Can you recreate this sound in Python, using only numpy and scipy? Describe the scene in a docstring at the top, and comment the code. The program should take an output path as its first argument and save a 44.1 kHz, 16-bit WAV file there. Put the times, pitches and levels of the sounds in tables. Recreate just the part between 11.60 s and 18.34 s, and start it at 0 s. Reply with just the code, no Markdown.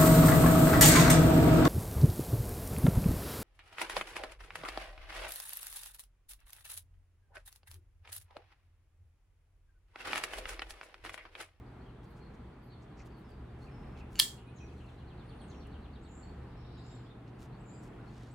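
"""A folding knife is turned in the hand, then flicked open: the detent lets go, the lock bar
rubs over the tang and the blade slams into its stop pin, ringing blade and handle.
The porch around it echoes briefly. Small birds whistle far off, blurred by trees and houses,
over traffic rumble, open-air hiss and a machine's mains hum and low drone."""
import sys
import numpy as np
from scipy import signal
from scipy.fft import rfft, irfft
from scipy.io import wavfile

SR = 44100
rng = np.random.default_rng(int(sys.argv[2]) if len(sys.argv) > 2 else 0)


def wav_out(sig):
    """Save sig, one row per channel (or a flat mono array), as 16-bit PCM at SR to the path in sys.argv[1]."""
    wavfile.write(sys.argv[1], SR, np.round(np.clip(np.atleast_2d(sig).T, -1, 1) * 32767).astype(np.int16))


N = 297322
TIME = np.arange(N) / SR

# detent and pivot ticks: start_s, level_db, contact_s
PIVOT_TICKS = [(2.5556, -33.5, .004), (2.5645, -42, .005), (2.5725, -42, .005), (2.5795, -39, .005),
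               (2.5858, -33, .005)]
# lock bar, then blade, vibrating until seated: start_s, length_s, pitch_hz, level_db, pan_db
SEATING_SHIVERS = [(2.59327, .0023, 4640, -18.5, 5), (2.5987, .0042, 3283, -14.5, -7)]
# lock bar on tang, blade on stop pin, rebound:
# start_s, force_db, blade_offset_db, crack_offset_db, contact_s, cutoff_hz
OPENING_BLOWS = [(2.59155, -15, -10, 1, .001, 15000), (2.59327, -18, -9, 4, .0016, 7000),
                 (2.5977, -13, -6, 2, .0006, 10000), (2.5984, 0, 0, 1.4, .0014, 20000),
                 (2.6002, -20, 0, 6, .0025, 14000)]
# modes of the swinging blade, open blade and hand-damped handle: pitch_hz, level_db, t60_s, pan_db
FREE_BLADE_MODES = [(1550, -15, .014, 0), (2300, -13, .012, 0), (2900, -8, .016, -3), (4480, -18, .03, 2),
                    (6180, -22, .02, 0), (6850, -18, .025, 0), (7300, -21, .03, 0)]
OPEN_BLADE_MODES = [(3190, -32, .14, -4), (3283, -37, .28, -4), (3360, -31, .06, -5)]
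HANDLE_MODES = [(1790, -26.5, .028, 0), (2390, -29, .016, 0), (2700, -30, .014, 0), (2865, -26.5, .022, 0),
                (3660, -20, .016, 1), (3850, -21, .014, 1), (4100, -20.5, .024, 0), (4660, -7, .007, 4.5),
                (4870, -26, .05, 6), (5100, -25, .018, 6), (5480, -27, .014, 4), (7337, -46, .22, 0),
                (7690, -46, .25, 3), (7920, -41, .12, 3), (8380, -47, .2, 0)]
def knife():
    """The swinging blade ticks; blows crack and ring; only the stop pin drives the blade hard."""
    out = np.zeros((2, N))
    blade, handle = ringing(OPEN_BLADE_MODES), ringing(HANDLE_MODES)
    for start_s, level_db, contact_s in PIVOT_TICKS:
        add(out, start_s, gain(level_db) * crack(contact_s))
        add(out, start_s, gain(level_db) * ringing(FREE_BLADE_MODES))
    for start_s, length_s, pitch_hz, level_db, pan_db in SEATING_SHIVERS:
        add(out, start_s, gain(level_db) * pan(pan_db) * shiver(length_s, pitch_hz))
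    for start_s, force_db, blade_offset_db, crack_offset_db, contact_s, cutoff_hz in OPENING_BLOWS:
        add(out, start_s, gain(force_db + crack_offset_db) * crack(contact_s, cutoff_hz))
        add(out, start_s, gain(force_db) * (handle + gain(blade_offset_db) * blade))
    return out


# steel contact spectrum: freq_hz, level_db
CRACK_SPECTRUM = [(200, -34), (650, -17), (880, -5), (1130, -1), (1380, -4), (1550, -17), (1750, -1),
                  (2100, 2), (2600, 2), (3200, 3), (3800, 7), (4800, 8.5), (6500, 1), (9000, -1),
                  (10700, 13.5), (11350, 7.5), (11700, 11), (12200, 0), (13000, 2), (13600, 8.5),
                  (14050, 1), (15500, 6), (17000, -10)]
def crack(contact_s, cutoff_hz=7500):
    """Steel strikes steel; sliding contacts are duller."""
    burst = np.convolve(chatter(contact_s), minimum_phase_pulse(CRACK_SPECTRUM))
    burst = signal.lfilter(*signal.butter(2, cutoff_hz, fs=SR), burst)
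    return np.array([burst, np.roll(burst, 1)])  # reaches the right one sample later


def chatter(contact_s, size=1024):
    """Tiny contacts within one blow make a ragged burst with a flat spectrum."""
    progress = TIME[:size] / contact_s
    envelope = np.sqrt(progress) * np.exp(-2 * progress)
    burst = rng.standard_normal(size) * envelope
    for _ in range(2):
        phase = np.angle(rfft(burst * np.sqrt(envelope)))
        burst = irfft(np.exp(1j * phase))
    return burst


def ringing(modes, rise_s=.0004):
    """The damped modes of one part build up during contact."""
    t = TIME[:SR // 3]
    ring = sum(pan(pan_db) * gain(level_db - 60 * t / t60_s) * np.sin(2 * np.pi * hz * t) * (-1) ** k
               for k, (hz, level_db, t60_s, pan_db) in enumerate(modes))
    return ring * (1 - np.exp(-t / rise_s))


def shiver(length_s, pitch_hz):
    """A steel part vibrates and is stopped short as it seats."""
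    count = int(length_s * SR)
    return np.sin(2 * np.pi * pitch_hz * TIME[:count]) * signal.windows.tukey(count, .45)


# finger slides: middle_s, half_length_s, level_db, centre_hz, width_octaves
FINGER_SLIDES = [(0.445, 0.035, -76, 5500, 1), (0.507, .08, -82, 12000, .3), (0.578, 0.05, -74, 5970, .8),
                 (0.748, .023, -74, 4800, .7), (1.063, 0.089, -82, 12000, 0.18),
                 (1.233, .04, -78, 6300, .35), (1.402, 0.064, -68, 5500, 0.35),
                 (1.405, 0.039, -62.5, 2300, 0.23), (1.468, .04, -70.5, 5500, 1.3),
                 (1.599, .065, -80, 11500, .4), (1.707, .06, -81, 8500, .6), (2.034, .12, -77.5, 6460, .7),
                 (2.39, .055, -66, 3100, 0.98), (2.544, 0.067, -66, 7150, 1.1), (3.2, 0.48, -81, 6900, .55),
                 (4.072, .016, -76, 9900, 0.43), (5.685, .045, -77, 4480, .45),
                 (5.827, .08, -66, 5020, 1.04), (6.251, 0.069, -69, 6000, .75), (6.608, .3, -69, 4200, .85)]
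def fingers():
    """Fingertips slide over the handle as the knife is turned."""
    out = np.zeros((2, N))
    for middle_s, half_length_s, level_db, centre_hz, width_octaves in FINGER_SLIDES:
        slide = stroke(2 * half_length_s, centre_hz, width_octaves)
        add(out, middle_s - half_length_s, gain(level_db) * slide)
    return out


def stroke(length_s, centre_hz, width_octaves, grain_db=2.8):
    """Skin catches and slips on the textured handle."""
    count = int(length_s * SR)
    hz = np.fft.rfftfreq(count, 1 / SR) + 1
    band = np.exp(-(np.log2(hz / centre_hz) / width_octaves) ** 2 / 2) / np.sqrt(hz)
    slips = rng.standard_normal((2, SR))[:, :count]
    slips *= gain(grain_db * (wander(count, 400) + .5 * wander(count, 50)))
    crossfed = slips + .5 * slips[::-1]
    return unit_rms(irfft(rfft(crossfed) * band, count)) * np.hanning(count) ** 2


# porch decay: freq_hz, t60_s
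PORCH_DECAY = [(700, .24), (1850, .27), (3300, .27), (6000, .28), (8000, .28), (13000, .23)]
# porch tail spectrum: freq_hz, level_db
PORCH_SPECTRUM = [(500, -9), (1100, -6), (1520, 2), (1800, -3), (2400, -10), (3300, -10), (3800, -6),
                  (4400, -9), (5100, -8.5), (6500, 0), (8600, 4.5), (10700, -12), (12300, -5), (14200, -11),
                  (15500, -8)]
# single reflections: delay_s, level_db, pan_db
PORCH_ECHOES = [(.0118, -21, 2), (.0160, -23, 2), (.0228, -16, -2), (.0298, -19, 0)]
def porch(direct, echo_band_hz=(2400, 5500)):
    """Boards, wall and roof return a few dull echoes and a short bright tail."""
    out = direct + reverberate(direct, tail(PORCH_DECAY, PORCH_SPECTRUM, rise_s=.007))
    dull = signal.lfilter(*signal.butter(1, echo_band_hz, "bandpass", fs=SR), direct)
    for delay_s, level_db, pan_db in PORCH_ECHOES:
        add(out, delay_s, gain(level_db) * pan(pan_db) * dull)
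    return out


# yard decay: freq_hz, t60_s
YARD_DECAY = [(2000, .55), (9000, .42)]
def birds(direct_db=-4.5, leaves_db=-5.5, leaves_t60_s=.07, yard_db=-3):
    """Distant calls, smeared by trees and houses."""
    calls = chirps() + pips() + long_whistle() + sliding_song() + buzzy_calls() + trill()
    leaves = tail([(4000, leaves_t60_s)], [(4000, leaves_db)], rise_s=.001)
    yard = tail(YARD_DECAY, [(2000, yard_db)], rise_s=.005)
    return gain(direct_db) * calls + reverberate(calls, leaves + yard)


# small birds' notes and one low call: start_s, length_s, pitch_hz, glide_hz, level_db
DISTANT_NOTES = [(.25, .07, 2980, -800, -70.5), (.585, .1, 4260, 120, -73), (1.085, .1, 3750, -1400, -71),
                 (1.105, .06, 4300, -200, -70.5), (1.48, .12, 4480, -400, -76),
                 (1.63, .12, 4850, -1000, -76), (2.008, .05, 4300, 60, -70), (2.76, .06, 2850, -200, -66),
                 (3.19, .12, 2720, -300, -70), (4.625, .03, 4420, 40, -65.5), (4.68, .025, 4420, 0, -69),
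                 (5.03, .07, 3760, -150, -73), (5.15, .085, 3850, -150, -68.5),
                 (5.28, .08, 3720, 100, -71.5), (5.35, .06, 4150, -250, -73), (5.45, .045, 3420, 100, -72),
                 (5.488, .045, 3650, 150, -69.5), (5.65, .05, 2800, 200, -74), (5.92, .05, 4400, 300, -76),
                 (5.97, .06, 2750, 100, -75), (6.104, .085, 4930, -170, -79), (6.32, .06, 3050, -200, -74),
                 (6.36, .15, 1440, 100, -66), (6.462, .045, 4350, 0, -72.5), (6.585, .04, 1950, -150, -66)]
def chirps():
    """Small birds' gliding notes, plus one faint, low, distant call near the end."""
    out = np.zeros(N)
    for start_s, length_s, pitch_hz, glide_hz, level_db in DISTANT_NOTES:
        add(out, start_s, gain(level_db) * glide(length_s, pitch_hz, glide_hz, buzz_hz=65))
    return out


# lower bird's notes: start_s, glide_hz, level_db
BIRD_PIPS = [(2.058, -700, -66), (2.349, -550, -66), (2.394, -900, -64), (2.86, 183, -66),
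             (2.998, -100, -59), (6.112, -270, -73), (6.46, 350, -69)]
def pips(length_s=.045, pitch_hz=2500):
    """A lower bird pips around one pitch."""
    out = np.zeros(N)
    for start_s, glide_hz, level_db in BIRD_PIPS:
        add(out, start_s, gain(level_db) * glide(length_s, pitch_hz, glide_hz, buzz_hz=30))
    return out


def long_whistle(start_s=2.075, length_s=.3, pitch_hz=5250, level_db=-72, fade_db_per_s=55):
    """One held note swells and dies away."""
    out = np.zeros(N)
    note = glide(length_s, pitch_hz, glide_hz=0, buzz_hz=40)
    add(out, start_s, note * gain(level_db - fade_db_per_s * TIME[:len(note)]))
    return out


# thin song, sung twice: slide_start_s, last_note_hz, level_db, arch_offset_db
SONG_PHRASES = [(2.936, 5830, -71.5, -6), (3.872, 5620, -71.5, 2)]
# its notes: offset_s, length_s, start_ratio, middle_ratio, end_ratio, offset_db, buzz_hz
PHRASE_NOTES = [(-.26, .23, 1.57, 1.69, 1.63, -11, 38), (-.072, .06, 1.66, 1.58, 1.39, -2, 170),
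                (0, .064, 1.33, 1.15, 1.02, 1, 260), (.052, .075, 1.005, 1, 1, 0, 22)]
def sliding_song():
    """A very high arch drops in two slides onto a held note."""
    out = np.zeros(N)
    for slide_start_s, last_note_hz, level_db, arch_offset_db in SONG_PHRASES:
        for offset_s, length_s, *ratios, offset_db, buzz_hz in PHRASE_NOTES:
            note = whistle(length_s, last_note_hz * np.array(ratios), buzz_hz)
            note_db = level_db + offset_db + arch_offset_db * (offset_s < 0)
            add(out, slide_start_s + offset_s, gain(note_db) * note)
    return out


# high calls: start_s, buzz_length_s, level_db
BUZZY_CALLS = [(4.41, 0.19, -66.5), (5.17, 0.17, -70), (5.97, .22, -68.5), (6.686, .17, -65)]
def buzzy_calls(flick_s=.055, flick_hz=(6300, 7750, 8300), flick_offset_db=-8.5, buzz_hz=130):
    """An upward flick runs into a high, rising buzz."""
    out = np.zeros(N)
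    for start_s, buzz_length_s, level_db in BUZZY_CALLS:
        flick = whistle(flick_s, flick_hz, buzz_hz)
        buzz = glide(buzz_length_s, pitch_hz=7300, glide_hz=500, buzz_hz=buzz_hz)
        add(out, start_s, gain(level_db + flick_offset_db) * flick)
        add(out, start_s + flick_s, gain(level_db) * buzz)
    return out


def trill(start_s=2.779, syllables=17, period_s=.0972, slowing_s=.00088):
    """Each syllable slurs down from a high note; the series swells, fades, slows and creeps sharp."""
    peak_s, peak_db, slope_db_per_s, sharpen_per_s = 3.95, -66, 6, .03
    lead_s, lead_hz, lead_offset_db = .035, 4200, -2.5
    slur_s, slur_hz = .062, np.array([4300, 3050, 2550])
    out = np.zeros(N)
    for k in range(syllables):
        level_db = peak_db - slope_db_per_s * abs(start_s - peak_s)
        pitch_ratio = 1 + sharpen_per_s * (start_s - peak_s)
        lead = glide(lead_s, pitch_ratio * lead_hz, glide_hz=0, buzz_hz=105)
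        slur = whistle(slur_s, pitch_ratio * slur_hz, buzz_hz=105, flutter_db=3)
        add(out, start_s - lead_s / 2, gain(level_db + lead_offset_db) * lead)
        add(out, start_s, gain(level_db) * slur)
        start_s += period_s + (k + 1) * slowing_s
    return out


def whistle(length_s, pitches_hz, buzz_hz, flutter_db=4):
    """A near-sine note bends through three pitches; its pitch flutters by 1.9 * buzz_hz rms."""
    count = int(length_s * SR)
    contour_hz = np.polyval(np.polyfit([0, .5, 1], pitches_hz, 2), np.linspace(0, 1, count))
    note = sine(contour_hz + 1.9 * buzz_hz * wander(count, 380))
    note *= gain(flutter_db * wander(count, 70))
    return unit_rms(note) * signal.windows.tukey(count, .5)


def glide(length_s, pitch_hz, glide_hz, buzz_hz):
    """A whistle slides evenly through a pitch."""
    return whistle(length_s, (pitch_hz - glide_hz / 2, pitch_hz, pitch_hz + glide_hz / 2), buzz_hz)


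def chorus(level_db=-79, flurry_db=-68.5, flurry_s=5.2, flurry_width_s=.21):
    """The farthest birds twitter throughout; a higher flurry swells and fades once."""
    swell = gain(flurry_db) * np.exp(-((TIME - flurry_s) / flurry_width_s) ** 2 / 2)
    flurry = twitter((flurry_s - .5, flurry_s + .5), low_hz=2680, high_hz=5370, count=160)
    steady = twitter((0, N / SR), low_hz=2400, high_hz=4600, count=260)
    return gain(level_db) * steady + swell * flurry


def twitter(span_s, low_hz, high_hz, count, chirp_s=.04, spread_db=6, t60_s=.35):
    """Random chirps arrive only as reverberation, at unit rms over their span."""
    out = np.zeros(N)
    for k, (jitter, pitch, slope, strength) in enumerate(rng.random((count, 4))):
        pitch_hz = low_hz + (high_hz - low_hz) * pitch
        chirp = glide(chirp_s, pitch_hz, glide_hz=1800 * (slope - .5), buzz_hz=110)
        add(out, np.interp(k + jitter, [0, count], span_s), gain(spread_db * strength) * chirp)
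    blur = reverberate(out, tail([(4000, t60_s)], [(4000, 0)], rise_s=.005))
    return unit_rms(blur) * np.sqrt((span_s[1] - span_s[0]) * SR / N)


# traffic and air spectra: freq_hz, relative_db
RUMBLE_SPECTRUM = [(15, -33), (28, -12.5), (38, -1), (55, 2), (70, -1), (92, -6), (125, -1), (150, -3.5),
                   (195, -4.5), (300, -8.5), (440, -11.5), (550, -18.5), (850, -17), (1200, -61.5)]
HISS_SPECTRUM = [(500, -14), (780, -7), (960, 3.5), (1500, -1), (2200, -7), (3200, -13.5), (4300, -19.5),
                 (5500, -26), (7500, -28.5), (8600, -26.5), (11000, -33), (14000, -41), (16000, -58)]
def outdoors(rumble_db=-50, hiss_db=-63, swell_db=1, deep_hz=87.5, deep_drop_db=3.5):
    """Far traffic and open air grow slowly louder; the deepest rumble thins at the railing."""
    rumble_db_per_s, hiss_db_per_s = .23, .13
    from_middle_s = TIME - TIME.mean()
    drift_db = swell_db * wander(N, 1.8)
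    rumble = air_noise(RUMBLE_SPECTRUM) * gain(rumble_db + rumble_db_per_s * from_middle_s + drift_db)
    hiss = air_noise(HISS_SPECTRUM) * gain(hiss_db + hiss_db_per_s * from_middle_s + drift_db)
    deep = signal.sosfiltfilt(signal.butter(6, deep_hz, fs=SR, output="sos"), rumble)
    return rumble - deep + deep * gain(-deep_drop_db * toward_railing()) + hiss


# likeness of the air at the two ears: freq_hz, coherence
EAR_COHERENCE = [(50, .996), (130, .99), (300, .98), (400, .8), (540, .35), (1000, .72), (2000, .55),
                 (5000, .12), (12000, .12)]
def air_noise(spectrum):
    """Coloured noise, alike at both ears in the bass and less so higher up."""
    hz = np.fft.rfftfreq(N, 1 / SR)
    left, independent = rfft(rng.standard_normal((2, N)))
    coherence = at_freq(EAR_COHERENCE, hz)
    right = coherence * left + np.sqrt(1 - coherence ** 2) * independent
    return unit_rms(irfft(np.array([left, right]) * gain(at_freq(spectrum, hz)), N))


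# mains hum, and drone beside the wall: time_s, level_db
HUM_LEVELS = [(0, -53.5), (.7, -61), (2.2, -54.5), (3.7, -54.5), (4.05, -75), (4.7, -60.5), (4.95, -50.5),
              (6.3, -54.5), (6.74, -48.5)]
DRONE_LEVELS = [(0, -62), (1.5, -56), (6.74, -55)]
def machine(hum_hz=120, hum_trim_db=-1, drone_hz=72, drone_drop_db=9):
    """A distant machine's mains hum wavers over an unsteady drone that falls away at the railing."""
    hum_db = np.interp(TIME, *np.transpose(HUM_LEVELS)) + hum_trim_db
    drone_db = np.interp(TIME, *np.transpose(DRONE_LEVELS)) - drone_drop_db * toward_railing()
    hum = sine(hum_hz + 1.2 * wander(N, 3.6)) * gain(hum_db)
    drone = sine(drone_hz + 4 * wander(N, 10)) * gain(drone_db)
    throb = unit_rms(1 + .52 * wander(N, 7))
    return np.sqrt(2) * (hum + drone * throb)


def toward_railing(middle_s=5.35, length_s=.5):
    """The listener's position: 0 at the wall, 1 at the railing."""
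    return np.clip((TIME - middle_s) / length_s + .5, 0, 1)


def tail(decay, spectrum, rise_s):
    """Dense reflections, different at each ear, each band dying at its own rate."""
    hz, t, bands = signal.stft(rng.choice([-1., 1.], (2, SR)), SR, nperseg=256)
    rate = np.log(1000) / at_freq(decay, hz)[:, None]
    envelope = np.exp(-rate * t) * np.sqrt(2 * rate / SR)
    bands = bands * gain(at_freq(spectrum, hz)[:, None]) * envelope
    reflections = signal.istft(bands, SR, nperseg=256)[1][:, :SR]
    return reflections * (1 - np.exp(-(TIME[:SR] / rise_s) ** 2))


def reverberate(sound, response):
    """Convolves with a stereo impulse response."""
    return signal.fftconvolve(np.atleast_2d(sound), response, axes=1)[:, :N]


def minimum_phase_pulse(spectrum, size=2048):
    """The sharpest one-sided pulse with this spectrum."""
    hz = abs(np.fft.fftfreq(size, 1 / SR))
    log_gain = np.log(gain(at_freq(spectrum, hz)))
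    return np.fft.ifft(np.exp(np.conj(signal.hilbert(log_gain)))).real


def wander(count, rate_hz):
    """Smooth noise, rms near one, up to about rate_hz."""
    size = max(count, 8192)
    lowpass = np.exp(-(np.fft.rfftfreq(size, 1 / SR) / rate_hz) ** 2)
    return unit_rms(irfft(rfft(rng.standard_normal(size)) * lowpass, size))[:count]


def at_freq(points, hz):
    """Interpolates on a log-frequency axis."""
    freq_hz, values = np.transpose(points)
    return np.interp(np.log(hz + 1), np.log(freq_hz + 1), values)


def sine(pitch_hz):
    return np.sin(2 * np.pi * np.cumsum(pitch_hz) / SR)


def gain(db):
    return 10 ** (np.asarray(db) / 20)


def unit_rms(x):
    return x / np.sqrt(np.mean(x ** 2) + 1e-20)


def pan(pan_db):
    """Stereo gains; pan_db is left minus right."""
    return gain(np.array([[pan_db], [-pan_db]]) / 2)


def add(mix, start_s, sound):
    part = mix[..., max(round(start_s * SR), 0):][..., :sound.shape[-1]]
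    part += sound[..., :part.shape[-1]]


def scene():
    """Knife and hand close by, the yard behind."""
    return porch(knife()) + fingers() + birds() + chorus() + outdoors() + machine()


def record(dry, cutoff_hz=16300):
    """A steep low-pass removes the highest treble."""
    lowpass = signal.firwin(255, cutoff_hz, window=("kaiser", 9), fs=SR)
    return signal.oaconvolve(dry, lowpass[None], "same")


dry = scene()
out = record(dry)
wav_out(out)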